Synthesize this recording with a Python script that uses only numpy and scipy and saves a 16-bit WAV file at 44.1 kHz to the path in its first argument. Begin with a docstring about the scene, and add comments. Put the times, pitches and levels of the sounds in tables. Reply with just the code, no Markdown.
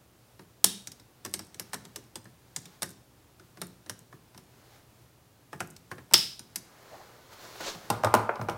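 """Circlip pliers at a workbench

Pliers work small steel circlips onto the axle of a hub held in a vice. The tips click and slip on the
steel; twice a circlip snaps free and rings. A sleeve swishes as the arm draws back, and the pliers
clatter down on the wooden bench. A faint hum fills the quiet workshop throughout."""
import sys
import numpy as np
from scipy import signal
from scipy.io import wavfile
from scipy.ndimage import uniform_filter1d

SR = 44100
rng = np.random.default_rng(int(sys.argv[2]) if len(sys.argv) > 2 else 0)


def int16_out(signal):
    """Quantize to a 16-bit WAV file."""
    q = np.round(np.clip(np.atleast_2d(signal).T, -1, 1) * 32767)
    wavfile.write(sys.argv[1], SR, q.astype(np.int16))


N = 377937


def amp(db):
    """Decibels to gain."""
    return 10 ** (np.asarray(db) / 20)


def unit_rms(x):
    """Scales to rms 1."""
    return x / np.sqrt(np.mean(x ** 2) + 1e-20)


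def lookup(table, hz):
    """Interpolates a table over log frequency."""
    f, value = np.transpose(table)
    return np.interp(np.log(hz + 1), np.log(f), value)


def add(mix, start_s, sound):
    """Mixes a sound in at start_s."""
    part = mix[max(round(start_s * SR), 0):][:len(sound)]
    part += sound[:len(part)]


def colour(x, spectrum, peaks=(), size=4096):
    """Minimum-phase filter: a broad spectrum plus peaks (f/Hz, width/Hz, height/dB)."""
    hz = abs(np.fft.fftfreq(size, 1 / SR))
    peaks_db = sum(height / (1 + (2 * (hz - f) / width) ** 2) for f, width, height in peaks)
    log_gain = np.log(amp(lookup(spectrum, hz) + peaks_db))
    taps = np.fft.ifft(np.exp(signal.hilbert(log_gain).conj())).real
    return signal.oaconvolve(x, taps[:size // 2])[:len(x)]


def blow_level(x, db):
    """Gives a blow the energy of 10 ms at rms level db."""
    return amp(db) * x * np.sqrt(SR / 100 / np.sum(x ** 2))


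def part_level(blow_db, base_db, growth, usual_db=-44.5):
    """Level of one part of a blow: base_db at usual_db, plus growth dB for each dB above."""
    return base_db + growth * (blow_db - usual_db)


def burst(db, spectrum, peaks=(), *, rise_s, t60_s, size=16384):
    """Many close modes, struck: noise that swells quickly and dies away."""
    t = np.arange(size) / SR
    envelope = (1 - np.exp(-t / rise_s)) * amp(-60 * t / t60_s)
    noise = rng.choice([-1., 1.], size)
    return blow_level(colour(noise * envelope, spectrum, peaks), db)


# air spectrum: f/Hz, level/dB
AIR = [(25, -21.5), (50, -4), (110, 2), (200, -5), (320, -5.5), (600, -9.5), (1000, -12.5), (2000, -18.5),
       (4000, -20), (8000, -23), (15000, -24)]
# mains partials: f/Hz, level/dB
HUM = [(60, -81.5), (120, -68.5)]

def background(air_db=-60.5, air_waver_db=.5, hum_waver_db=2.1):
    """Still air and a faint mains hum, wavering together."""
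    t = np.arange(N) / SR
    waver = unit_rms(uniform_filter1d(uniform_filter1d(rng.standard_normal(N), 6000), 6000))
    hum = sum(amp(db) * np.sqrt(2) * np.sin(2 * np.pi * (hz * t + rng.random())) for hz, db in HUM)
    air = unit_rms(colour(rng.standard_normal(N), AIR))
    return air * amp(air_db + air_waver_db * waver) + hum * amp(hum_waver_db * waver)


# room decay: f/Hz, t60/s
TAIL_T60 = [(100, .42), (260, .38), (700, .34), (1800, .37), (4500, .44), (9000, .37), (12000, .28),
            (15000, .22)]
# tail spectrum: f/Hz, level/dB
TAIL_COLOUR = [(100, 7), (220, 4.5), (600, -0.5), (2000, -2.5), (4500, -4), (9000, -6.5), (16000, -5.5)]

def room_response(early_db=-12.5, early_t60_s=.12, echoes_per_s=4000, tail_db=-17.5):
    """Quick reflections off bench and wall, then the tail of a small room."""
    t = np.arange(SR) / SR
    echoes = rng.standard_normal(SR) * (rng.random(SR) < echoes_per_s / SR)
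    early = echoes * (t > .0045) * amp(-60 * t / early_t60_s)
    diffuse = rng.standard_normal(SR) * (1 - np.exp(-t / .028))
    hz, age_s, bins = signal.stft(diffuse, SR, nperseg=256)
    decay_db = lookup(TAIL_COLOUR, hz)[:, None] - 60 * age_s / lookup(TAIL_T60, hz)[:, None]
    tail = signal.istft(bins * amp(decay_db), SR, nperseg=256)[1][:SR]
    return amp(early_db) * early / np.linalg.norm(early) + amp(tail_db) * tail / np.linalg.norm(tail)


def workshop(x, count=4):
    """Room responses crossfade in a 1 s cycle, so each click's tail has a slightly different colour."""
    t = np.arange(N) / SR
    shares = [np.maximum(np.cos(2 * np.pi * (t - k / count)), 0) for k in range(count)]
    return x + sum(signal.oaconvolve(x * share, room_response())[:N] for share in shares)


# strokes of sleeve, fingers and sliding pliers: peak t/s, swell/s, fade/s, rustle/dB, swish/dB
STROKES = [(1.75, 1, 0.7, -63, -67), (2.74, 0.37, .12, -63, -61), (4.76, 0.45, 0.13, -59.5, -61),
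           (6.93, 0.59, 1, -53.5, -57.5), (7.333, .03, 0.022, -49, -48.5), (7.448, 0.22, 0.33, -48.5, -49),
           (7.56, 0.022, 0.019, -44.5, -74), (7.606, 0.0052, 0.041, -35, -43),
           (7.685, 0.12, 0.072, -37.5, -32.5), (7.84, 0.53, 0.55, -51.5, -53.5)]
# low and high friction spectra: f/Hz, level/dB
RUSTLE = [(100, -14), (230, -6), (370, 2), (800, -0.5), (1500, -1), (2200, -5.5), (4000, -21.5)]
SWISH = [(1300, -11.5), (2300, -8.5), (3300, -4.5), (4300, -6.5), (5200, -6), (6800, -7), (9200, -19.5),
         (15000, -29)]

def rubbing(depth_db=18.5, rustle_trim_db=-1, swish_trim_db=-3.5, fizz_db=-5, knee_db=-53,
            catches_per_s=240):
    """Fibres and skin catch and let go; strokes swell and fade, their fizz levelling off at a knee."""
    t = np.arange(N) / SR
    catches = 3 * rng.standard_normal(N) * (rng.random(N) < catches_per_s / SR)
    rustle = unit_rms(colour(rng.standard_normal(N) + catches, RUSTLE, [(774, 820, 2.8)]))
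    swish = unit_rms(colour(rng.standard_normal(N) + catches, SWISH, [(4270, 800, 4.5)]))
    fizz = unit_rms(np.diff(rng.standard_normal(N) + catches, prepend=0))
    rustle_power, swish_power = np.zeros(N), np.zeros(N)
    for peak_s, swell_s, fade_s, rustle_db, swish_db in STROKES:
        stroke = amp(-depth_db * np.maximum((peak_s - t) / swell_s, (t - peak_s) / fade_s))
        rustle_power += (stroke * amp(rustle_db + rustle_trim_db)) ** 2
        swish_power += (stroke * amp(swish_db + swish_trim_db)) ** 2
    swish_gain = np.sqrt(swish_power)
    fizz_gain = amp(fizz_db) * np.minimum(swish_gain, amp(knee_db))
    return rustle * np.sqrt(rustle_power) + swish * swish_gain + fizz * fizz_gain


# fingertips on the hub: t/s, length/s, level/dB, starting f/Hz
DRAGS = [(6.905, 0.064, -46, 584), (6.988, .045, -50.5, 685)]

def finger_drags(glide_hz_per_s=4400, width_hz=260):
    """Skin sliding on steel gives a soft, fuzzy, rising squeak."""
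    out = np.zeros(N)
    pole = np.exp(-np.pi * width_hz / SR)
    for at_s, length_s, db, hz in DRAGS:
        t = np.arange(0, length_s, 1 / SR)
        noise = rng.standard_normal((SR, 2)) @ [1, 1j]
        fuzz = signal.lfilter([1], [1, -2 * pole, pole * pole], noise)[-len(t):]
        phase = 2 * np.pi * np.cumsum(hz + glide_hz_per_s * t) / SR
        squeak = unit_rms((fuzz * np.exp(1j * phase)).real)
        add(out, at_s, amp(db) * squeak * np.sin(np.pi * t / length_s))
    return out


# spectra of wooden knock, low boom and steel clack, tick and shimmer: f/Hz, level/dB
WOOD = [(120, -21.5), (300, 4.5), (520, 8.5), (900, 9.5), (1450, 5.5), (1750, -3.5), (2400, -5),
        (4500, -41.5)]
BOOM = [(45, -38.5), (76, -11.5), (105, 4.5), (190, 1), (290, -4), (400, -4), (650, -35)]
CLACK = [(1100, -28), (2100, -5), (3200, -2.5), (4500, -1), (5800, 0), (6600, -5), (8800, -30)]
TICK = [(4000, -20.5), (6400, 4.5), (8600, 8), (10600, 3.5), (13200, 3), (15600, -7.5), (17000, -19)]
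SHIMMER = [(700, -37.5), (1600, -9.5), (2400, -10.5), (3200, 0.5), (4100, -1.5), (6400, -9.5), (9100, -8),
           (11200, -12), (15600, -16.5)]
# resonances of the bench top, and of pliers and hub: f/Hz, width/Hz, height/dB
BENCH_MODES = [(106, 20, 8), (227, 25, 6), (476, 30, 6), (592, 25, 5), (635, 25, 6), (812, 55, 7),
               (916, 45, 5), (1017, 35, 7), (1210, 30, 5), (1360, 140, 4)]
STEEL_MODES = [(1720, 450, 5), (3900, 500, 2.5), (5000, 600, 3.5), (5600, 600, 4), (6850, 500, 2.5),
               (8050, 550, 3), (9350, 600, 5.5), (11750, 900, 3.5)]
# pliers landing and rocking: t/s, wood/dB, thump/dB, clack/dB
KNOCKS = [(7.748, -46, -44, -52), (7.9014, -22.5, -27, -32.5), (8.0352, -21.5, -39, -43.5),
          (8.0455, -20, -26, -35), (8.0692, -28.5, -57, -52), (8.1397, -13.5, -29.5, -31),
          (8.1482, -30, -27, -34.5), (8.2909, -22, -68, -68), (8.3562, -37, -57, -52.5),
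          (8.3935, -36, -34, -69), (8.4131, -33.5, -30, -50), (8.4856, -25, -37, -48.5),
          (8.4959, -49, -34, -42)]

def bench_knocks(shudder_db=-7, jaw_ring_db=-11):
    """The pliers drum on the bench top, which shudders on; their jaws rattle and ring."""
    out = np.zeros(N)
    for at_s, wood_db, thump_db, clack_db in KNOCKS:
        tick_db = part_level(clack_db, base_db=-51.5, growth=1.63)
        add(out, at_s, burst(thump_db, BOOM, BENCH_MODES, rise_s=.0013, t60_s=.15))
        add(out, at_s, burst(wood_db, WOOD, BENCH_MODES, rise_s=.00065, t60_s=.042))
        add(out, at_s, burst(wood_db + shudder_db, WOOD, BENCH_MODES, rise_s=.011, t60_s=.41))
        add(out, at_s, burst(clack_db, CLACK, [(2800, 330, 8.5)], rise_s=.00061, t60_s=.02))
        add(out, at_s, burst(clack_db + jaw_ring_db, SHIMMER, rise_s=.0066, t60_s=.32))
        add(out, at_s, burst(tick_db, TICK, STEEL_MODES, rise_s=.0006, t60_s=.016))
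    return out


# dull body of a blow on steel: f/Hz, level/dB
BODY = [(160, -24), (370, -1), (850, 0), (1350, -2.5), (1850, -7), (2800, -12), (4500, -32)]
# tips slipping on circlip and axle: t/s, body/dB, clack over body/dB, contact f/Hz
SLIPS = [(0.394, -51, -8, 3950), (0.872, -54.5, 13, 6340), (0.9179, -63.5, 15, 5340),
         (0.9976, -65, 7.5, 5150), (1.2495, -41.5, 1, 5440), (1.2604, -46, -0.5, 9000),
         (1.339, -43.5, 10.5, 8100), (1.3919, -45.5, 1.5, 5110), (1.5442, -59, 9, 7870),
         (1.5965, -44, 6, 1810), (1.7327, -35.5, -5, 1800), (1.7418, -43.5, 4, 1600),
         (1.852, -54.5, 3, 7670), (1.9596, -46.5, 5.5, 5650), (2.1561, -44.5, 3, 8140),
         (2.255, -53, -9, 1620), (2.562, -45.5, 9.5, 7340), (2.6557, -59, 8.5, 3560),
         (2.8209, -38, 1.5, 9300), (2.8291, -35.5, 0.5, 1850), (3.397, -55, -5.5, 1410),
         (3.572, -52, -6.5, 1090), (3.6159, -38, -1, 3960), (3.862, -54.5, -3, 9300), (3.896, -40, 1, 3270),
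         (4.1263, -49, -19, 1130), (4.3463, -55, -6.5, 9320), (4.3768, -54.5, 2.5, 2770),
         (5.53, -38.5, -15.5, 1730), (5.604, -31, -9.5, 1580), (5.764, -69, 17, 14000),
         (5.9143, -36.5, -14, 1060), (5.982, -47, -13, 1750), (6.1113, -43.5, -13, 930),
         (6.1244, -46, -7.5, 940), (6.393, -55, 10.5, 6000), (6.5584, -49.5, 14.5, 11510)]

def tip_clicks(lead_s=.0089, scrape_db=-22.5, contact_q=5, contact_db=6.5):
    """Each slip scrapes, ticks and rings the pliers at its own pitch; a low room boom swells after."""
    out = np.zeros(N)
    for at_s, body_db, bright_db, contact_hz in SLIPS:
        clack_db = body_db + bright_db
        boom_db = part_level(body_db, base_db=-44.5, growth=.51)  # grows less than the click
        tick_db = part_level(clack_db, base_db=-45, growth=1.3)  # harder contacts are brighter
        # the contact point decides how each resonance answers
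        modes = [(hz * rng.uniform(.96, 1.04), width_hz, db + 1.5 * rng.standard_normal())
                 for hz, width_hz, db in STEEL_MODES]
        modes.append((contact_hz, contact_hz / contact_q, contact_db))
        scrape = burst(body_db + scrape_db, SHIMMER, modes, rise_s=.0062, t60_s=.05, size=4096)
        add(out, at_s - lead_s, scrape)
        add(out, at_s, burst(boom_db, BOOM, rise_s=.0091, t60_s=.16))
        add(out, at_s, burst(body_db, BODY, modes, rise_s=.00032, t60_s=.065, size=4096))
        add(out, at_s, burst(clack_db, CLACK, modes, rise_s=.00012, t60_s=.026, size=4096))
        add(out, at_s, burst(tick_db, TICK, modes, rise_s=.00018, t60_s=.026, size=4096))
    return out


def tip_skids(count=3, within_s=.11, below_db=14, spread_db=5, boom_offset_db=1.5):
    """After a slip the tips skid on in tiny ticks, each with a faint room boom."""
    out = np.zeros(N)
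    for slip_s, body_db, bright_db, _ in SLIPS:
        for wait, strength in rng.random((count, 2)):
            at_s = slip_s + within_s * wait
            db = body_db + min(bright_db, 0) - below_db + spread_db * np.log(strength)
            add(out, at_s, burst(db, TICK, STEEL_MODES, rise_s=.0001, t60_s=.012, size=2048))
            add(out, at_s, burst(db + boom_offset_db, BOOM, rise_s=.012, t60_s=.14, size=8192))
    return out


# modes of each circlip: f/Hz, level/dB, t60/s
FIRST_RING = [(3625, -5, .42), (3772, -2, .48), (3805, -5, .45), (4454, -4, .4), (5355, -4, .33),
              (6661, -6, .33), (7962, -4, .3), (9345, -1, .33), (10200, -4, .34), (11720, -8, .26)]
SECOND_RING = [(3850, -8, .45), (3934, -10, .47), (5009, -3, .44), (5050, -5, .44), (5073, -4, .44),
               (5100, -4, .44), (5145, -4, .4), (5215, -6, .4), (5371, -3, .33), (5417, 0, .35),
               (5466, -3, .33), (5640, -11, .4), (9426, -16, .3), (11750, -12, .26)]

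def circlip_ring(modes, db, max_split_hz=20, size=32768):
    """Free modes of a circlip; its gap splits each into a close, beating pair."""
    t = np.arange(size) / SR
    out = np.zeros(size)
    for hz, mode_db, t60_s in modes:
        phase, twin_phase = 2 * np.pi * rng.random(2)
        twin_hz = hz + rng.uniform(-max_split_hz, max_split_hz)
        pair = np.sin(2 * np.pi * hz * t + phase) + 1.1 * np.sin(2 * np.pi * twin_hz * t + twin_phase)
        out += amp(mode_db - 60 * t / t60_s) * pair
    return blow_level(out, db)


# circlip striking the axle: t/s, clack/dB, tick/dB, hub peak height/dB
STRIKES = [(0.6426, -22, -17.5, 1.5), (0.6452, -22.5, -17.5, 4), (6.1365, -23, -16.5, 1.5),
           (6.141, -10.5, -25.5, 8.5), (6.1446, -20, -38.5, 15.5), (6.1806, -33, -41.5, 17)]
# ring-out of each snap: t/s, room boom/dB, circlip ring/dB, hub shimmer/dB, hub peak height/dB
RING_OUTS = [(0.643, -34, -32.5, -31.5, -6), (6.141, -36.5, -19, -22.5, 7)]

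def circlip_snaps(boom_hz=200, hub_hz=5280, body_offset_db=-15.5):
    """A circlip springs off the tips and hits the axle; the room booms, circlip and hub ring on."""
    out = np.zeros(N)
    for at_s, clack_db, tick_db, hub_db in STRIKES:
        add(out, at_s, burst(max(clack_db, tick_db) + body_offset_db, BODY, rise_s=.0001, t60_s=.03))
        add(out, at_s, burst(clack_db, CLACK, [(hub_hz, 1300, hub_db)], rise_s=.00017, t60_s=.0054))
        add(out, at_s, burst(tick_db, TICK, [(10100, 850, 3.2)], rise_s=.00051, t60_s=.0096))
    for (at_s, boom_db, ring_db, shimmer_db, hub_db), modes in zip(RING_OUTS, (FIRST_RING, SECOND_RING)):
        add(out, at_s, burst(boom_db, BOOM, [(boom_hz, 70, 14)], rise_s=.018, t60_s=.17))
        add(out, at_s, circlip_ring(modes, ring_db))
        hub_peak = [(hub_hz, 380, hub_db)]
        add(out, at_s, burst(shimmer_db, SHIMMER, hub_peak, rise_s=.0024, t60_s=.42, size=32768))
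    return out


def scene():
    """The handwork in the room, over air and hum; mono."""
    handwork = tip_clicks() + tip_skids() + circlip_snaps() + bench_knocks() + rubbing() + finger_drags()
    return (workshop(handwork) + background())[None]


def record(dry, ceiling=.85, cutoff_hz=16000):
    """The hardest snaps overload at the ceiling; a low-pass follows."""
    lowpass = signal.firwin(301, cutoff_hz, window=("kaiser", 9), fs=SR)
    return signal.oaconvolve(np.clip(dry, -ceiling, ceiling), lowpass[None], "same")


dry = scene()
out = record(dry)
int16_out(out)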